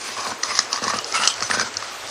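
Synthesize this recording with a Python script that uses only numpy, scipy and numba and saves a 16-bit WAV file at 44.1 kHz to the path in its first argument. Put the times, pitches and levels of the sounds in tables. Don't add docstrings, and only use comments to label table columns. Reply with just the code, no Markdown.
import sys
import numpy as np
from scipy import signal
from scipy.fft import rfft, irfft
from scipy.io import wavfile
from scipy.ndimage import uniform_filter1d
from numba import njit

SR = 44100
rng = np.random.default_rng(int(sys.argv[2]) if len(sys.argv) > 2 else 0)


def materialize(psi):
    bounded = np.clip(np.atleast_2d(psi).T, -1, 1)
    quanta = np.round(bounded * 32767).astype(np.int16)
    wavfile.write(sys.argv[1], SR, quanta)


def elevation(decibels):
    levels = np.asarray(decibels, float)
    return 10 ** (levels / 20)


N = 92610


@njit
def bandpass(x, hz, width_hz):
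    y, band, low = np.empty(len(x)), 0., 0.
    for i in range(len(x)):
        g, damping = np.tan(np.pi * hz[i] / SR), width_hz / hz[i]
        v = (band + g * (x[i] - low)) / (1 + g * (g + damping))
        band, low, y[i] = 2 * v - band, low + 2 * g * v, damping * v
    return y


def unit(x):
    return x / np.sqrt(np.mean(x ** 2))


def ring(x, modes, pitch=0.99):
    out = 0
    for k, (hz, width_hz, db) in enumerate(modes):
        gain = (-1) ** k * elevation(db) / np.sqrt(width_hz)
        out = out + gain * bandpass(x, hz * pitch * np.ones(N), 1. * width_hz)
    return out


def ring_gated(x, envelope, modes, pitch=1.):
    return ring(x * envelope, modes, pitch) / np.std(ring(x, modes, pitch))


def walk(rate_hz):
    hold = int(SR / rate_hz)
    return unit(uniform_filter1d(np.repeat(rng.standard_normal(N // 50), hold)[:N], hold))


def gates(rows):
    attack_s, release_s = 0.016, 0.018
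    t = np.arange(N) / SR
    out = []
    for start_s, length_s in rows[:, :2]:
        attack = np.clip((t - start_s) / attack_s, 0, 1)
        out.append(attack * np.exp(-np.maximum(t - start_s - length_s, 0) / release_s))
    return np.array(out)


def strike(start_s, peak_db, shapes):
    out = np.zeros(N + 4096)
    for s, db, shape in zip(start_s, peak_db, shapes):
        i = int(s * SR)
        out[i:i + len(shape)] += elevation(db) * shape / np.abs(shape).max()
    return out[:N]


def slips():
    slips_per_s, scatter_db, cap_db = 4000, -1, 9
    grip_db, grip_per_s = 3, 80
    chance, size, sign = rng.random((N, 3)).T
    size_db = cap_db * np.tanh(-scatter_db * np.log(size + 1e-9) / cap_db)
    pulses = (chance < slips_per_s / SR) * elevation(size_db) * np.sign(sign - .5)
    return pulses * elevation(grip_db * np.tanh(walk(grip_per_s)))


# start_s, length_s, level_db, pitch_hz (free blade bending), scrape_db (edge)
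STROKES = [(0, 0.14, -42, 1070, -35), (0.162, 0.16, -29.5, 1023, -32.5), (0.418, 0.05, -32.5, 1140, -28.5),
           (0.478, 0.06, -32.5, 1230, -30), (0.538, 0.051, -33, 1147, -28.5),
           (0.586, 0.046, -66, 1110, -34), (0.702, 0.085, -31, 1120, -32), (0.811, 0.041, -28, 1196, -29),
           (0.864, 0.047, -29, 1150, -29.5), (0.923, 0.058, -28.5, 1234, -33.5),
           (1.049, 0.11, -38, 1255, -35), (1.131, 0.071, -26, 1283, -28.5),
           (1.204, 0.062, -24.5, 1370, -25.5), (1.279, 0.03, -54, 1230, -35),
           (1.346, 0.078, -39, 1320, -34.5), (1.412, 0.056, -34, 1360, -34), (1.489, 0.027, -28, 1230, -27),
           (1.525, .024, -25, 1350, -25.5), (1.575, 0.047, -28.5, 1376, -29.5),
           (1.639, 0.031, -32, 1420, -33), (1.787, 0.16, -40, 1325, -40.5), (2.073, 0.045, -41, 1170, -37)]
# pitch_ratio, width_hz, level_db
BLADE_BENDING = [(0.418, 262, -7), (.68, 208, -4.5), (1.006, 113, 2), (1.55, 180, -8.5), (2.2, 212, -11)]
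# pitch_hz, width_hz, level_db
BLADE_EDGE = [(4287, 1000, -2.5), (5080, 280, 0.5), (5770, 1800, 0.5), (5976, 234, 0), (6660, 650, -14),
              (8070, 300, -8.5), (9700, 1200, -6)]
# pitch_hz, width_hz, level_db
BOARD = [(110.5, 8.1, -17), (204, 27, -1), (247, 47, 0), (489, 110, 0.5)]


def strokes():
    rumble_db = -23
    rows = np.array(STROKES)
    start_s, length_s, level_db, pitch_hz, scrape_db = rows.T
    pitch = np.interp(np.arange(N) / SR, start_s + length_s / 2, pitch_hz)
    pitch = pitch * (1 + 0.054 * walk(30.36))
    gate = gates(rows)
    push, scrape = elevation(level_db) @ gate, elevation(scrape_db) @ gate
    blade_slips, edge_slips = slips(), slips()
    bending = ring_gated(blade_slips, push, BLADE_BENDING, pitch)
    edge = ring_gated(edge_slips, scrape, BLADE_EDGE)
    rumble = elevation(rumble_db) * ring_gated(blade_slips, push, BOARD)
    return bending + edge + rumble


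# pitch_hz, level_db (per Hz)
KITCHEN = [(24, -58), (40, -16.5), (160, -21.5), (260, -7.5), (409, -2.5), (711, -1), (1000, -1.5),
           (2300, -4.5), (9800, -12.5), (12700, -48), (21600, -120)]


def kitchen():
    level_db = -34
    f = np.fft.rfftfreq(N, 1 / SR) + 1
    curve_hz, curve_db = np.array(KITCHEN).T
    tilt = elevation(np.interp(np.log(f), np.log(curve_hz), curve_db))
    out = 0
    for hz in 30 * 2. ** np.arange(9):
        octave = np.clip(1 - np.abs(np.log2(f / hz)), 0, 1) ** .5
        flicker = elevation((1.5 + 150 / hz) * walk(11.96))
        out = out + flicker * irfft(rfft(rng.standard_normal(N)) * tilt * octave, N)
    return elevation(level_db) * unit(out)


# time_s, level_db
LEAN = [(0.0, -60), (0.33, -51.5), (0.41, -74), (0.5, -54), (0.75, -58), (0.97, -44.5), (1.09, -65),
        (1.12, -58.5), (1.42, -54.5), (1.44, -45), (1.48, -58), (1.54, -38.5), (1.57, -50), (1.65, -41),
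        (1.69, -62), (1.77, -49), (1.91, -65), (2.1, -53)]
# pitch_hz, width_hz, level_db
TABLE_MODES = [(70, 25, -11), (109.7, 14.6, 1)]


def table():
    time_s, level_db = np.array(LEAN).T
    lean_db = np.interp(np.arange(N) / SR, time_s, level_db)
    return elevation(lean_db) * unit(ring(rng.standard_normal(N), TABLE_MODES))


# start_s, length_s, level_db, pitch_hz, width_hz
TWISTS = [(0.852, 0.054, -31.5, 1840, 100), (0.468, 0.045, -32, 1980, 250), (0.541, 0.033, -31, 1950, 150),
          (0.94, 0.014, -35, 2900, 130), (1.135, 0.016, -23, 2150, 300), (1.155, 0.035, -28, 2720, 150),
          (1.22, 0.019, -25, 2870, 190), (1.245, 0.014, -37, 3020, 240), (1.215, 0.036, -29.5, 1850, 360),
          (1.288, 0.013, -26, 3150, 270), (1.525, 0.021, -32, 1830, 190), (0.69, .015, -36, 5180, 120),
          (0.72, .015, -32, 6010, 120), (0.98, .015, -36, 2900, 170), (1.6, 0.02, -31, 5020, 52),
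          (1.42, 0.028, -33, 6010, 80), (1.6, 0.028, -45, 5020, 91), (0.477, 0.03, -31, 5100, 200),
          (0.024, .1, -37, 2020, 1300), (.568, 0.0092, -28, 1175, 80), (1.15, 0.076, -34, 8500, 1500),
          (1.265, 0.014, -23, 7900, 350), (1.5, .015, -27, 9350, 800), (.725, .006, -27, 4500, 560),
          (.49, 0.022, -31.5, 1130, 150)]


def twists():
    rows, chatter = np.array(TWISTS), slips()
    out = 0
    for gate, (level_db, hz, width_hz) in zip(gates(rows), rows[:, 2:]):
        out = out + ring_gated(chatter, elevation(level_db) * gate, [(hz, width_hz, 0)])
    return out


# start_s, thud_peak_db, tick_peak_db
KNOCKS = [(.09, -30, -17), (0.268, -21.5, -5), (0.307, -31, -24), (0.32, -21.5, -6.5), (0.59, -26, 1.5),
          (.82, -15, -15), (0.867, -15.5, -18), (0.906, -34, -5.5), (.936, -17, -3.5), (0.959, -20, -16),
          (1.234, -30, -7), (1.416, -23, -19), (1.5, -19, -3), (1.536, -19.5, -32), (1.572, -15, -8.5),
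          (1.607, -20.5, -18), (1.617, -23, -10), (1.63, -20, -22), (1.791, -43, -19), (1.867, -50, -25),
          (2.039, -53, -13.5), (1.2755, -50, -1), (1.19, -23, -23)]


def knocks():
    thud_gain_db, thud_cut_hz = -7, 142
    tick_gain_db, tick_hz, tick_width_hz = -8.5, 1070, 990
    start_s, thud_db, tick_db = np.array(KNOCKS).T
    hit = np.zeros(N)
    hit[:12] = np.hanning(12)
    highpass = signal.butter(2, thud_cut_hz, "high", fs=SR, output="sos")
    thud = signal.sosfilt(highpass, ring(hit, BOARD)[:4000])
    tick = ring(hit, [(tick_hz, tick_width_hz, 0)])
    tick = ring(tick, [(tick_hz, 2 * tick_width_hz, 0)])[:1000]
    thuds = strike(start_s, thud_db + thud_gain_db, [thud] * len(start_s))
    return thuds + strike(start_s, tick_db + tick_gain_db, [tick] * len(start_s))


def ring_twice(x, hz, width_hz):
    centre = np.full(len(x), 1. * hz)
    return bandpass(bandpass(x, centre, 1. 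* width_hz), centre, 4. * width_hz)


# start_s, peak_db, body_rel_db, body_pitch_hz
SNAPS = [(0.4331, -5.5, -7, 1900), (0.5529, -7.5, -14, 1110), (0.5899, 5.5, -13.5, 1163),
         (0.7295, 0, -14, 2950), (0.7603, -10, -5, 1150), (0.7854, -22, -11, 1140), (0.84, -7, -7, 1180),
         (0.8802, -7.5, -1.5, 1126), (0.9002, -13.5, 3, 1190), (0.942, -19.5, 1.5, 1270),
         (0.9872, -7, -12, 1230), (1.044, -9, -25, 1410), (1.124, -8.5, -11, 2140), (1.2531, -7, -21, 1430),
         (1.275, 10, -9, 3080), (1.34, -12.5, -17, 1820), (1.3813, -20.5, -3, 1360),
         (1.406, -11.5, -4, 1390), (1.4241, -5.5, -3.5, 1325), (1.4316, -8, -21, 1320),
         (1.512, -8, 3, 1790), (1.534, -12, -0.5, 1360), (1.5964, -2.5, -6, 1236),
         (1.6115, -4.5, -9.5, 1420), (1.6486, -28, 6, 1430), (1.6735, -19, -23, 1390),
         (1.7408, -19.5, -8, 1950), (1.769, -3, -22, 1370), (1.8249, -18, 1.5, 1270),
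         (2.0742, -17.5, -23, 1310), (0.4355, -1.5, -13.5, 1250), (0.513, -17, -4, 1220),
         (.5575, -12, -7.5, 2030), (.574, -10, -6.5, 1150), (0.5782, -12, -10, 1170),
         (0.592, -4, -5.5, 1970), (.603, -12, -9, 1200), (0.7422, -11.5, -5, 1130), (.776, -28.5, 14, 1162),
         (0.8267, -19, -3, 1770), (1.142, -20, 7, 2120), (1.147, -16, -2, 1260), (1.176, -15, 4, 1260),
         (1.2, -18.5, 7, 1340), (1.2357, -12, 2, 2860), (1.279, -9, 2.5, 3170), (1.284, -23, -8, 2940),
         (1.287, -15.5, 0, 1280), (0.166, -25, 1, 1130), (0.208, -30, -4, 1070)]
# pitch_hz, width_hz, level_db
SNAP_RING = [(4250, 460, 0.5), (5010, 520, 4.5), (5880, 780, 6), (7000, 220, -16), (9450, 830, -19)]
CRACKS_DB = (-1, 0, -14)


def snaps():
    edge_gain_db, body_gain_db = -4, -1.5
    crumble_db, crumble_s, gap_s = -24.5, 0.0024, .0012
    bone_width_ratio, skirt_db = .12, -12.5
    t, k = np.arange(2048) / SR, np.arange(3)
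    start_s, peak_db, body_db, body_hz = np.array(SNAPS).T
    edge, body = [], []
    for hz, c in zip(body_hz, rng.standard_normal((len(start_s), 2048))):
        x = elevation(crumble_db) * c * np.abs(c) * np.exp(-t / crumble_s)
        crack_at = (k * gap_s * SR * (1 + .15 * np.tanh(c[-3:]))).astype(int) + 4
        x[crack_at] += elevation(np.array(CRACKS_DB) + 2 * np.tanh(c[-6:-3]))
        rung = 0
        for j, (f, width_hz, db) in enumerate(SNAP_RING):
            gain = (-1) ** j * elevation(db + np.tanh(c[-9 - j])) / np.sqrt(width_hz)
            rung = rung + gain * ring_twice(x, f, width_hz)
        edge.append(rung)
        x = x * np.exp(-t / gap_s)
        skirt = elevation(skirt_db) * ring_twice(x, 1.364 * hz, .5 * hz)
        body.append(ring_twice(x, hz, bone_width_ratio * hz) + skirt)
    edges = strike(start_s, peak_db + edge_gain_db, edge)
    return edges + strike(start_s, peak_db + body_db + body_gain_db, body)


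def room(near):
    t60_s, level_db = .25, -13
    t = np.arange(SR // 3) / SR
    tail = rng.standard_normal(len(t)) * elevation(-60 * t / t60_s) * (t > .004)
    return elevation(level_db) * signal.fftconvolve(near, tail / np.sqrt(np.sum(tail ** 2)))[:N]


def scene():
    near = strokes() + twists() + knocks() + snaps()
    return (near + room(near) + kitchen() + table())[None]


EDGE_HZ = 10000


def thin_treble(x):
    sparse_hz, dropped_db = 7150, -28
    turn_hz, keep_low = 8200, .6
    keep_bias, keep_loud = -0.11, .9
    weak_hz, weak_width_hz, weak = 7550, 250, .8
    line_db, line_rare, hole_rare = 3.5, 1, 1.8
    f, _, z = signal.stft(x, SR, nperseg=2048, noverlap=1536)
    f_col = f[:, None]

    def patch(tall, long):
        noise = np.repeat(rng.standard_normal(z.shape), tall, axis=0)[:len(f)]
        return unit(uniform_filter1d(noise, size=long, axis=1))

    busy = np.log(np.abs(z[(f > sparse_hz) & (f < EDGE_HZ)]).mean(axis=0) + 1e-9)
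    busy = np.tanh(2 * (busy - np.median(busy)))
    high = np.tanh((f_col - turn_hz) / 200)
    odds = keep_bias - keep_low * high + keep_loud * busy * high
    odds = odds - weak * np.exp(-((f_col - weak_hz) / weak_width_hz) ** 2)
    lone = np.where(patch(tall=2, long=20) > line_rare, elevation(line_db), elevation(dropped_db))
    kept = np.where(patch(tall=12, long=9) + odds > 0, 1, lone)
    in_hole = patch(tall=10, long=5) > hole_rare + 900 / (f_col + 300)
    holes = np.where(in_hole, elevation(dropped_db / 2), 1)
    z = z * np.where(f_col > sparse_hz, kept, holes) * (f_col < EDGE_HZ)
    return signal.istft(z, SR, nperseg=2048, noverlap=1536)[1][:N]


def hiss_band(lo_hz, hi_hz):
    sos = signal.butter(8, [lo_hz, hi_hz], "band", fs=SR, output="sos")
    return unit(signal.sosfilt(sos, rng.standard_normal(N)))


# start_s, length_s
SWELLS = [
    (0.045, 0.087),
    (0.247, 0.051),
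    (0.38, 0.022),
    (0.705, .02),
    (1.01, 0.013),
    (1.912, 0.12),
    (2.06, 0.012),
]


def air(x):
    level_db, quiet_db, follow = -62, 6, .9
    gap_hz, top_hz, ramp_s = 11200, 15450, 0.0037
    loud = np.sqrt(uniform_filter1d(np.minimum(x ** 2, .01), size=2048) + 1e-9)
    hiss = (loud / np.median(loud)) ** follow * hiss_band(gap_hz, top_hz)
    hiss += elevation(-16 + 8.5 * walk(13.9)) * hiss_band(9900, gap_hz)
    hiss += elevation(-8.0) * hiss_band(gap_hz, 11900)
    t = np.arange(N) / SR
    swell = 0
    for start_s, length_s in SWELLS:
        inside_s = np.minimum(t - start_s, start_s + length_s - t)
        swell = swell + np.clip(inside_s / ramp_s + 1, 0, 1)
    hiss += elevation(quiet_db) * swell * hiss_band(12000, 14400)
    return elevation(level_db) * hiss


def top_cut(x):
    return signal.sosfilt(signal.butter(12, 15640, fs=SR, output="sos"), x)


def record(dry):
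    overload = .84
    held = np.clip(dry[0], -overload, overload)
    held = held + uniform_filter1d(dry[0] - held, size=48)
    x = thin_treble(held)
    return top_cut(np.clip(x + air(x), -1, 1)[None])


dry = scene()
out = record(dry)
materialize(out)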